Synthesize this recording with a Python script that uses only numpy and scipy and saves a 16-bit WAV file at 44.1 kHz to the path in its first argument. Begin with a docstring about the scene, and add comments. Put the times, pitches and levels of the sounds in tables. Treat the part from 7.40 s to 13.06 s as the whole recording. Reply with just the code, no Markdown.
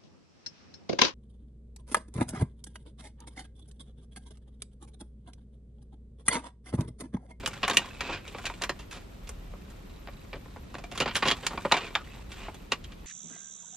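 """Inside a parked car, fingers pick at the top of a stiff plastic snack pouch and turn it over.
The film buckles in sharp snaps: shaped noise bursts with a kick, ringing briefly in panel and facet.
Between them lie a fine crinkle of random grains, rubbing with narrow squeaks, and faint ticks of nails.
Decaying noise makes the quick answer of the small padded cabin; filtered noise makes a low rumble,
hiss and a thin electronic whine underneath."""
import sys
import numpy as np
from scipy import signal
from scipy.fft import rfft, irfft, next_fast_len
from scipy.io import wavfile
from scipy.ndimage import uniform_filter1d

SR = 44100
rng = np.random.default_rng(int(sys.argv[2]) if len(sys.argv) > 2 else 0)


def persist_wave(psi):
    """Save psi, clipped to +-1, as 16-bit WAV."""
    counts = np.round(np.clip(psi, -1, 1) * 32767).astype(np.int16)
    wavfile.write(sys.argv[1], SR, np.atleast_2d(counts).T)


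N = 249606
TIME = np.arange(N) / SR

# Level of the deepest rumble before its trim. Each row: time in seconds, level in dB.
DEEP_LEVEL = [(0.0, -45.5), (0.43, -52), (0.76, -44), (0.85, -51.5), (1.04, -46), (1.7, -48.5),
              (1.94, -40.5), (2.28, -46), (4.3, -48), (4.41, -52), (4.9, -43), (5.41, -52), (5.42, -44),
              (5.66, -47)]
# Level of the upper rumble before its trim. Each row: time in seconds, level in dB.
UPPER_RUMBLE_LEVEL = [(0, -42), (.5, -47), (1.2, -45.5), (1.6, -48.5), (2.0, -47), (2.5, -48), (3.9, -43),
                      (4.45, -48.5), (4.85, -47), (5.66, -47)]
# Relative spectrum of rumble and hiss. Each row: frequency in Hz, density in dB per Hz.
RUMBLE_SPECTRUM = [(12, -42), (24, -11), (39, 1.5), (52, -3.5), (143, -14.5), (183, -12.5), (347, -22.5),
                   (511, -26), (693, -30.5), (889, -33), (1390, -35), (1510, -37.5), (3760, -41),
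                   (12400, -56), (13400, -100), (15000, -104)]
# Relative spectrum of the noise in the side signal. Each row: frequency in Hz, density in dB per Hz.
SIDE_HISS_SPECTRUM = [(25, -21), (170, 0.5), (330, 3.5), (600, -4.5),
                      (2000, -11.5), (8000, -26.0), (15000, -23.0)]
# The fingers regrip or turn the pouch; levels before their trims.
# Each row: start in seconds, end in seconds, crinkle in dB, fine fizz in dB.
MOVES = [(0.0, 0.18, -46.5, -57), (0.276, 0.346, -36.5, -62), (0.457, 0.492, -43.5, -52.5),
         (0.838, 1.108, -49, -53.5), (3.735, 3.838, -43.5, -49), (3.975, 4.322, -46.5, -49.5),
         (4.354, 4.442, -45.5, -53), (4.647, 4.763, -50.5, -57.5), (4.897, 5.04, -52.5, -55.5)]
# Relative spectrum of the crinkling film. Each row: frequency in Hz, density in dB per Hz.
CRINKLE_SPECTRUM = [(120, -52), (200, 1.5), (402, -1.5), (854, -7), (930, -5), (1240, -6.5), (2150, -7.5),
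                    (2550, -6.5), (6000, -22.5), (7800, -24), (13200, -120)]
# Relative spectrum of the fine fizz. Each row: frequency in Hz, density in dB per Hz.
FIZZ_SPECTRUM = [(3000, -2.5), (5000, -9.5), (8000, -4.5), (11000, -17.5), (13500, -19), (15000, -45)]
# Buckles of the film, before the common trim. Each row: time in seconds, crack level in dB,
# low end, body and edge in dB relative to the crack, ring T60 in seconds, panel pitch in Hz, facet pitch in Hz.
SNAPS = [(0.031, -47.5, 11.5, 6, -26, 0.18, 540, 2300), (0.06, -28, -19, -12.5, -4, 0.036, 1230, 2920),
         (.075, -45.5, 5, 10, 13.5, 0.031, 1500, 3040), (0.132, -44, -30, 2, -3.5, 0.058, 1380, 2130),
         (.2305, -28.5, -2, -5, -19, 0.027, 1140, 2770), (0.237, -28, -4.5, -4, -31, 0.056, 1110, 2880),
         (.248, -31.5, -7, -17, -22, 0.021, 1610, 2400), (0.2793, -30, -12, 6, -2, 0.03, 1080, 1830),
         (0.2981, -29.5, 0.5, -4, -4.5, 0.066, 980, 3760), (.311, -30.5, -2, -6, -19, 0.032, 1620, 3680),
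         (.333, -37, 1.5, -0.5, -6, 0.056, 1180, 2730), (.346, -45.5, 2, -2, 5, .04, 900, 2300),
         (0.37, -16, -13, -16.5, -3, 0.019, 1900, 2820), (0.6068, -31, -12, -2.5, -10.5, 0.037, 1350, 1900),
         (.69, -44, 10, 9, -28, 0.17, 930, 2540), (.729, -32.5, -10, -10, -21, 0.21, 1550, 2520),
         (0.878, -42.5, -1, -20, -8, 0.032, 477, 2600), (.947, -47.5, 13, 5.5, -31, 0.036, 1130, 2310),
         (0.984, -47, -2, 8.5, -7, 0.033, 1160, 1980), (1.039, -45.5, 5, 3, -13, 0.084, 630, 2270),
         (1.0545, -30, -14, -26, -10.5, 0.063, 1570, 2560), (1.066, -33, -10, -10, -10, 0.052, 1680, 2340),
         (1.099, -46, -1, 12, -25, 0.019, 910, 2280), (1.138, -47.5, -6, -29, -20, 0.026, 930, 1900),
         (1.213, -47.5, 7.5, 8.5, -17, 0.076, 980, 3400), (1.2196, -31, -8, -13, -7, 0.04, 960, 5200),
         (1.2367, -30, -9.5, -6.5, -6.5, 0.04, 940, 1820),
         (1.2932, -29.5, -1.5, -4.5, -11.5, 0.04, 990, 1730),
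         (1.391, -46.5, -2, -6.5, -4.5, 0.15, 970, 2700), (1.51, -42, -8, -5.5, -4, 0.28, 1630, 2550),
         (1.525, -45, 0, -6, -1.5, 0.33, 1380, 3560), (1.872, -48.5, -14, -12, -5, 0.14, 930, 3300),
         (1.891, -50, -4, 4.5, 11.5, 0.033, 430, 7000), (2.136, -66, 20.5, 17, -20, 0.045, 515, 1140),
         (2.301, -60.5, -2, 1, 5, 0.083, 1430, 4000), (2.673, -48, -0.5, -3, -38, 0.035, 750, 1870),
         (2.684, -55.5, 7, 10.5, -35, .04, 600, 2300), (2.93, -42, 4.5, -6, -30, 0.025, 706, 2320),
         (2.939, -51.5, 12.5, 5, -25, 0.069, 615, 1710), (2.955, -52.5, 10.5, 4, -17, 0.054, 600, 2300),
         (3.058, -65.5, 11, 15, -17, 0.038, 1030, 1720), (3.161, -61, 13, 14, -11, 0.035, 1010, 1910),
         (3.167, -63, 18.5, 11, -18, 0.02, 630, 1500), (3.342, -48.5, 0, 4.5, -7, 0.046, 1130, 2700),
         (3.35, -43.5, 4, -4, -23, 0.042, 700, 1680), (3.383, -48, 1, 3, -6, 0.087, 676, 2630),
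         (3.439, -45, 1, -1, -8, 0.048, 690, 2300), (3.514, -41, 1, -3.5, -7, 0.17, 676, 2720),
         (3.551, -40.5, -10, -1, -5, 0.37, 1070, 2720), (3.576, -33, -7.5, -12, -6, 0.064, 1360, 3250),
         (3.6017, -26.5, 1, -13, -8, 0.035, 540, 2830), (3.608, -31.5, 1.5, 1, -11, 0.063, 520, 2550),
         (3.617, -30.5, -3, -1, -13, 0.069, 1340, 3030), (3.658, -34.5, 5, 4.5, -24, 0.077, 930, 2360),
         (3.677, -33, -9, -2, -22, 0.072, 1500, 2700), (3.692, -40, -1, -9, -28, 0.051, 1590, 2270),
         (3.71, -39, -13, -7, -35, 0.045, 1020, 3000), (3.748, -38.5, -1, -18, 0, 0.11, 1100, 3150),
         (3.754, -24, -18, -8.5, -11, 0.11, 1590, 3080), (3.764, -34.5, -6, -2, 7.5, 0.057, 1160, 3300),
         (3.824, -32, 2.5, 3.5, -26, 0.025, 790, 2220), (3.8272, -26.5, -16, -1, -37, 0.052, 1130, 1900),
         (3.854, -29, 2.5, 0, -18, 0.11, 1000, 2730), (3.863, -36.5, -1, -7, -6, 0.063, 800, 1980),
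         (3.875, -29, -13, -10, -10, 0.033, 1090, 3350), (3.883, -21, -10.5, -15, -14, 0.046, 1070, 3250),
         (3.9025, -30, -15, -3, -11, 0.028, 1540, 3430), (3.9123, -21.5, -7, -11, -15, .05, 1146, 3350),
         (4.033, -45, 6, 1, -32, 0.11, 1440, 2980), (4.066, -27, -18, -9.5, -1, 0.024, 950, 4320),
         (4.107, -45.5, 5, 8, -24, 0.12, 1210, 1810), (4.132, -50, 16, 1, -24, 0.12, 794, 1800),
         (4.148, -58, 11, 6, -20, 0.046, 400, 1790), (4.1752, -40, 4.5, 5, -30, 0.042, 1140, 2390),
         (4.25, -41.5, 13, 12, -25, 0.028, 955, 1900), (4.2552, -44, 14, 15, -32, .03, 506, 1500),
         (4.314, -29.5, -6, 7.5, -18, 0.082, 826, 2760), (4.3207, -20.5, -6.5, 2.5, -10, 0.02, 930, 3900),
         (4.34, -27.5, -1.5, 0, -18, 0.093, 990, 2300), (4.367, -29, -6, -2, -15, 0.1, 1560, 2750),
         (4.407, -39.5, -3, -8, -30, 0.073, 560, 3000), (4.444, -45.5, 3.5, 0, -24, 0.026, 452, 2380),
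         (4.467, -45.5, -15, -10, -28, .03, 1000, 2500), (4.505, -51, 5, -1, -25, 0.041, 400, 2420),
         (4.5521, -26.5, -13, -4.5, -19, 0.016, 1130, 3200),
         (4.558, -33.5, -18, 8.5, -22, 0.019, 760, 1670), (4.917, -43, -6, -14, -7.5, 0.12, 1500, 3260),
         (5.082, -53, 17, 15.5, -29, 0.044, 720, 2250), (5.144, -52.5, 0, -5, 1, 0.038, 690, 3430),
         (5.3196, -23, -8, -7.5, -11, 0.026, 1120, 2680), (5.44, -44, -30, -34, -9.5, 0.059, 1520, 3200),
         (5.52, -49.5, -18, -10, -14, .052, 1540, 2920)]
# Bands of a snap: low end, body, crack, edge. Each row: lower limit in Hz, upper limit in Hz.
SNAP_BANDS = [(180, 650), (650, 1500), (1500, 4200), (5000, 12000)]
# Fingers sliding on the film. Each row: start in seconds, end in seconds, scrape level in dB,
# squeak pitch at mid-stroke in Hz, its fall in Hz per second, squeak level in dB.
RUBS = [(0.584, 0.762, -40, 2547, -1, -47), (1.52, 1.591, -46.5, 3470, 6, -70),
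        (4.357, 4.496, -46.5, 2500, 2501, -52), (4.54, 4.63, -55, 1440, 6000.5, -50.5),
        (4.934, 5.086, -48, 2890, 0, -61)]
# Fingernails picking at the seam. Each row: start in seconds, end in seconds, mean level in dB.
PICKS = [(2.5, 2.58, -72.5), (2.741, 2.86, -73), (3.076, 3.14, -73), (3.208, 3.306, -84)]
# Resonances of the pouch. Each row: frequency in Hz, width in Hz, boost in dB.
POUCH_RESONANCES = [(930, 57, 2), (1110, 87, 4), (2540, 360, 2), (1900, 100, 1.5), (3760, 660, 4),
                    (3440, 65, 1)]
# Phase part of the microphone pair. Each row: frequency in Hz, side against mid in dB.
PAIR_WIDTH = [(100, -45), (1000, -34), (2200, -28), (3700, -8), (6500, -14.5), (8300, -3.5), (12000, 13)]
# Scattered part, opposite in the two ports. Each row: frequency in Hz, level against mid in dB.
SCATTER = [(300, -43), (1000, -22), (2200, -16.5), (3700, -12.5), (6500, 2), (9000, 0), (12000, 11)]

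HOLD_CRINKLE_DB, HOLD_FIZZ_DB = -62, -66   # least effort, the pouch merely held; before the trims
MOVE_ATTACK_S, MOVE_RELEASE_S = 0.023, 0.17   # linear rise ending at the start; exponential time constant
CREASES_PER_S, TICKS_PER_S, TICK_DB = 1500, 90, -2
CLUMP_DB, SLIP_JERK_DB = 2.5, 2   # depth of the random swings of crinkle and rubbing
# how strongly and how narrowly a snap rings in its panel and its facet
PANEL_BOOST, FACET_BOOST = 1.3, 1.4
PANEL_WIDTH_HZ, FACET_WIDTH_HZ, FACET_DAMPING = 90, 91, 5   # damping over ring T60 adds to the facet width
STRAIN_DB, STRAIN_S = -23, .003   # faint creak before a snap and the time constant of its rise
KICK, RAGGED_DB = 3.7, 2.5   # kick against the rattle; unevenness of the rattle
SPREAD_S = .0004   # arrival lag of the kick at 2500 Hz
CABIN_T60_S = 0.086
SCATTER_T60_S, OFF_CENTRE = .03, .09   # off centre: share by which the right port is louder in the highs
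CUTOFF_HZ = 15400


def from_db(db):
    """Logarithmic scale: decibels to amplitude gain."""
    return 10 ** (np.asarray(db) / 20)


def rms_one(x):
    """Normalization of effective value: scale to rms 1."""
    return x / np.sqrt(np.mean(x ** 2) + 1e-20)


def at_hz(points, hz):
    """Logarithmic pitch scale: interpolate a spectrum along log frequency."""
    f, value = np.transpose(points)
    return np.interp(np.log(np.maximum(hz, 1)), np.log(f), value)


def band(x, low, high, order=2):
    """Causal band-pass filtering: no output precedes its input."""
    sos = signal.butter(order, [low, min(high, .45 * SR)], "band", fs=SR, output="sos")
    return signal.sosfilt(sos, x)


def coloured(x, spectrum):
    """Spectral shaping: multiply the transform by a spectrum, then scale to rms 1."""
    size = next_fast_len(N)
    gain = from_db(at_hz(spectrum, np.fft.rfftfreq(size, 1 / SR)))
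    return rms_one(irfft(rfft(x, size) * gain, size)[:N])


def resonance(x, hz, width_hz):
    """Damped oscillator: a two-pole resonance with gain about 1 at its peak."""
    r = np.exp(-np.pi * width_hz / SR)
    numerator = np.array([1, 0, -1]) * (1 - r * r) / 2
    denominator = [1, -2 * r * np.cos(2 * np.pi * hz / SR), r * r]
    return signal.lfilter(numerator, denominator, x + 1e-18)


def grains(per_s, spread_db):
    """Random impulse process: tiny clicks at chance moments, a few much larger than the rest."""
    sizes = from_db(spread_db * np.minimum(rng.exponential(1, N), 4))
    return (rng.random(N) < per_s / SR) * sizes * rng.choice([-1, 1], N)


def wander(size):
    """Moving average of noise: smooth chance that changes about every size samples; rms 1."""
    return rms_one(uniform_filter1d(rng.standard_normal(N), size=size))


def background(deep_db, low_db, hiss_db, side_hiss_db, whine_db, whine_hz):
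    """Filtered noise: rumble through the car body, microphone hiss, narrow-band whine; mid and side."""
    rumble = coloured(rng.standard_normal(N), RUMBLE_SPECTRUM)
    deep = signal.sosfiltfilt(signal.butter(2, 110, fs=SR, output="sos"), rumble)
    low = signal.sosfiltfilt(signal.butter(2, 280, fs=SR, output="sos"), rumble)
    # even out chance swings of the deep noise, so that its level table sets the swells
    steady = deep / np.sqrt(uniform_filter1d(deep ** 2, size=SR // 4))
    deep_gain = from_db(deep_db + np.interp(TIME, *np.transpose(DEEP_LEVEL)))
    low_gain = from_db(low_db + np.interp(TIME, *np.transpose(UPPER_RUMBLE_LEVEL)))
    mid = deep_gain * steady + low_gain * (low - deep) + from_db(hiss_db) * (rumble - low)
    whine = rms_one(resonance(resonance(rng.standard_normal(N), whine_hz, 52), whine_hz, 52))
    side = coloured(rng.standard_normal(N), SIDE_HISS_SPECTRUM)
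    return mid + from_db(whine_db) * whine, from_db(side_hiss_db) * side


def effort(start, end):
    """Envelope of a force: a move of the fingers builds up, holds and dies away."""
    rise = np.clip((TIME - start) / MOVE_ATTACK_S + 1, 0, 1)
    return rise * np.exp(-np.maximum(TIME - end, 0) / MOVE_RELEASE_S)


def crinkle(crinkle_db, fizz_db, tick_width_hz):
    """Granular emission: tiny creases give way in clumps; larger ones tick, each at one of 16 pitches."""
    work, fine = from_db(HOLD_CRINKLE_DB), from_db(HOLD_FIZZ_DB)
    for start, end, work_db, fine_db in MOVES:
        move = effort(start, end)
        work = np.maximum(work, from_db(work_db) * move)
        fine = np.maximum(fine, from_db(fine_db) * move)
    clumps = from_db(CLUMP_DB * np.clip(wander(size=SR // 50), -2, 2))
    creases = rms_one(clumps * grains(per_s=CREASES_PER_S, spread_db=3.0))
    ticks = grains(per_s=TICKS_PER_S, spread_db=2.5)
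    dealt = rng.integers(0, 16, N)   # which pitch a tick gets
    pitches = np.geomspace(700, 5000, 16)
    rings = rms_one(sum(resonance(ticks * (dealt == k), hz, tick_width_hz) for k, hz in enumerate(pitches)))
    ticking = coloured(rings + .5 * rms_one(ticks), CRINKLE_SPECTRUM)
    rustle = rms_one(coloured(creases, CRINKLE_SPECTRUM) + from_db(TICK_DB) * ticking)
    fizz = coloured(creases, FIZZ_SPECTRUM)
    return from_db(crinkle_db) * work * rustle + from_db(fizz_db) * fine * fizz


def facet(sound, panel_hz, facet_hz, ring_s):
    """Modal resonance at constant energy: panel and flipping facet ring, less clearly in a short snap."""
    facet_width_hz = FACET_WIDTH_HZ + FACET_DAMPING / max(ring_s, .01)
    panel_ring = PANEL_BOOST * resonance(sound, panel_hz, PANEL_WIDTH_HZ)
    facet_ring = FACET_BOOST * resonance(sound, facet_hz, facet_width_hz)
    rung = sound + panel_ring + facet_ring
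    return rung * np.linalg.norm(sound) / np.linalg.norm(rung)


def snaps(level_db, flutter, flutter_t60_s, low_ring, bass_db, knee_db, top_db):
    """Buckling instability: a crease strains, gives way with a kick, flutters and rattles out."""
    s, crack, low_end, body, edge, ring, panel_hz, facet_hz = np.transpose(SNAPS)
    lead = SR // 80
    age = np.arange(-lead, SR // 8) / SR
    after = np.maximum(age, 0)
    white = rng.standard_normal((len(s), 3, len(age)))
    # the film lets go in jerks about two milliseconds long
    jerks = from_db(RAGGED_DB * rms_one(uniform_filter1d(white[:, 2], size=90, axis=1)))
    strain = from_db(STRAIN_DB) * np.exp(np.minimum(age, 0) / STRAIN_S)
    # band levels become densities per Hz, which are joined into one spectrum over the centres
    levels = np.array([low_end, body, 0 * crack, edge]) + crack
    low_end, body, crack, edge = levels - 10 * np.log10(np.diff(SNAP_BANDS))
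    density = np.array([low_end + bass_db, low_end, body, crack, crack + knee_db, edge, edge + top_db])
    centres = [90, 340, 1000, 2200, 4000, 7700, 15000]
    edges = np.geomspace(100, 16000, 14)
    sounds = 0
    for k, (low, high) in enumerate(zip(edges, edges[1:])):
        hz = np.sqrt(low * high)
        # the rattle lasts longest in the lows
        t60 = np.maximum(ring, .008)[:, None] * (2500 / hz) ** low_ring
        fade = from_db(-60 * after / t60) + flutter * from_db(-60 * after / flutter_t60_s)
        rattle = white[:, k % 2] * jerks * np.where(age < 0, strain, fade)
        # bending waves are dispersive: the highs arrive first
        arrival = np.arange(len(age)) == lead + int(SPREAD_S * SR * np.sqrt(2500 / hz))
        wave = band(rattle + KICK * (-1) ** k * arrival, low, high, order=3 if hz > 2000 else 2)
        # equal energy in each band: that of rms 1 over 10 ms
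        wave /= np.sqrt(np.sum(wave ** 2, axis=1, keepdims=True) / (.01 * SR))
        gain = from_db([np.interp(np.log(hz), np.log(centres), d) for d in density.T])
        sounds = sounds + wave * gain[:, None] * np.sqrt(high - low)
    out = np.zeros(N + len(age))
    starts = np.round(s * SR).astype(int) - lead
    for start, sound, low_hz, high_hz, ring_s in zip(starts, sounds, panel_hz, facet_hz, ring):
        out[start:start + len(age)] += facet(sound, low_hz, high_hz, ring_s)
    return from_db(level_db) * out[:N]


def rubs(rise_s, fall_s, squeak_width_hz):
    """Stick-slip friction: skin jerks along the film and stirs one squeak, gliding as the film slackens."""
    jerks = from_db(SLIP_JERK_DB * np.clip(wander(size=SR // 200), -2, 2))
    scrape = coloured(jerks * grains(per_s=1800, spread_db=2.0), CRINKLE_SPECTRUM)
    waver = squeak_width_hz * wander(size=SR // 300)
    out = 0
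    for start, end, level_db, squeak_hz, fall_hz_per_s, squeak_db in RUBS:
        stroke = np.clip((TIME - start) / rise_s, 0, 1) * np.clip((end - TIME) / fall_s, 0, 1)
        pitch = squeak_hz - fall_hz_per_s * (TIME - (start + end) / 2) + waver
        squeak = rms_one(np.sqrt(jerks) * np.sin(2 * np.pi * np.cumsum(pitch) / SR))
        out = out + stroke * (from_db(level_db) * scrape + from_db(squeak_db) * squeak)
    return out


def picking(per_s, ring_width_hz, seam_hz, dry_share):
    """Impulse excitation: nails catch on the stiff seam in short runs of faint, high ticks."""
    clicks = np.zeros(N)
    for start, end, level_db in PICKS:
        s = np.arange(start, end, 1 / per_s)
        s = s + rng.uniform(-.3, .3, len(s)) / per_s
        sizes = from_db(level_db + rng.normal(0, 2, len(s)))
        clicks[(s * SR).astype(int)] = sizes * np.sqrt(SR / per_s)   # the run as a whole has the level
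    click = signal.unit_impulse(SR // 50)
    tick = resonance(click, seam_hz, ring_width_hz) + dry_share * band(click, 1000, 5500)
    return signal.fftconvolve(clicks, tick / np.linalg.norm(tick))[:N]


def cabin(x, first_s, dull_hz):
    """Diffuse reverberation: dense reflections off glass and dashboard, soon swallowed by the seats."""
    age = np.arange(SR // 4) / SR
    onset = np.clip(age / first_s - 1, 0, 1)
    echoes = rng.standard_normal(len(age)) * from_db(-60 * age / CABIN_T60_S) * onset
    echoes = echoes / np.linalg.norm(echoes)
    echoes = signal.sosfilt(signal.butter(1, min(dull_hz, .45 * SR), fs=SR, output="sos"), echoes)
    return signal.fftconvolve(x, echoes)[:N]


def microphone_side(mid):
    """Phase difference and scattering: the right port hears first and louder; hands and wheel scatter highs."""
    size = next_fast_len(N + SR // 10)
    hz = np.fft.rfftfreq(size, 1 / SR)
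    age = np.arange(SR // 50) / SR
    scatter = rng.standard_normal(len(age)) * from_db(-60 * age / SCATTER_T60_S) * (age > .001)
    scattered = from_db(at_hz(SCATTER, hz)) * rfft(scatter / np.linalg.norm(scatter), size)
    phase = -1j * from_db(at_hz(PAIR_WIDTH, hz))   # a quarter turn between side and mid
    shade = OFF_CENTRE * np.clip(hz / 2500, 0, 1) ** 2
    return irfft(rfft(mid, size) * (phase + scattered - shade), size)[:N]


def scene():
    """Superposition: the pouch close in front of the microphone, its cabin echo and the background."""
    film = snaps(level_db=0.5, flutter=0.11, flutter_t60_s=0.083, low_ring=0.13,
                 bass_db=-7.0, knee_db=-6.5, top_db=-39.5)
    film = film + crinkle(crinkle_db=-5.0, fizz_db=-8.0, tick_width_hz=78)
    film = film + rubs(rise_s=0.07, fall_s=0.012, squeak_width_hz=77)
    film = film + picking(per_s=32, ring_width_hz=200, seam_hz=3900, dry_share=.15)
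    pouch = film + sum((from_db(boost_db) - 1) * resonance(film, hz, width_hz)
                       for hz, width_hz, boost_db in POUCH_RESONANCES)
    near = pouch + from_db(-9.0) * cabin(pouch, first_s=0.0033, dull_hz=7900)
    near_side = microphone_side(near)
    floor_mid, floor_side = background(deep_db=-1.0, low_db=1.5, hiss_db=-45.0, side_hiss_db=-55.5,
                                       whine_db=-75.5, whine_hz=13010)
    mid, side = near + floor_mid, near_side + floor_side
    return np.array([mid + side, mid - side])   # left, right


def record(dry):
    """Clipping and band limitation: peaks are cut flat, then a steep low-pass removes the top."""
    low_pass = signal.ellip(10, .1, 80, CUTOFF_HZ, fs=SR, output="sos")
    return signal.sosfilt(low_pass, np.clip(dry, -.85, .85))


dry = scene()
out = record(dry)
persist_wave(out)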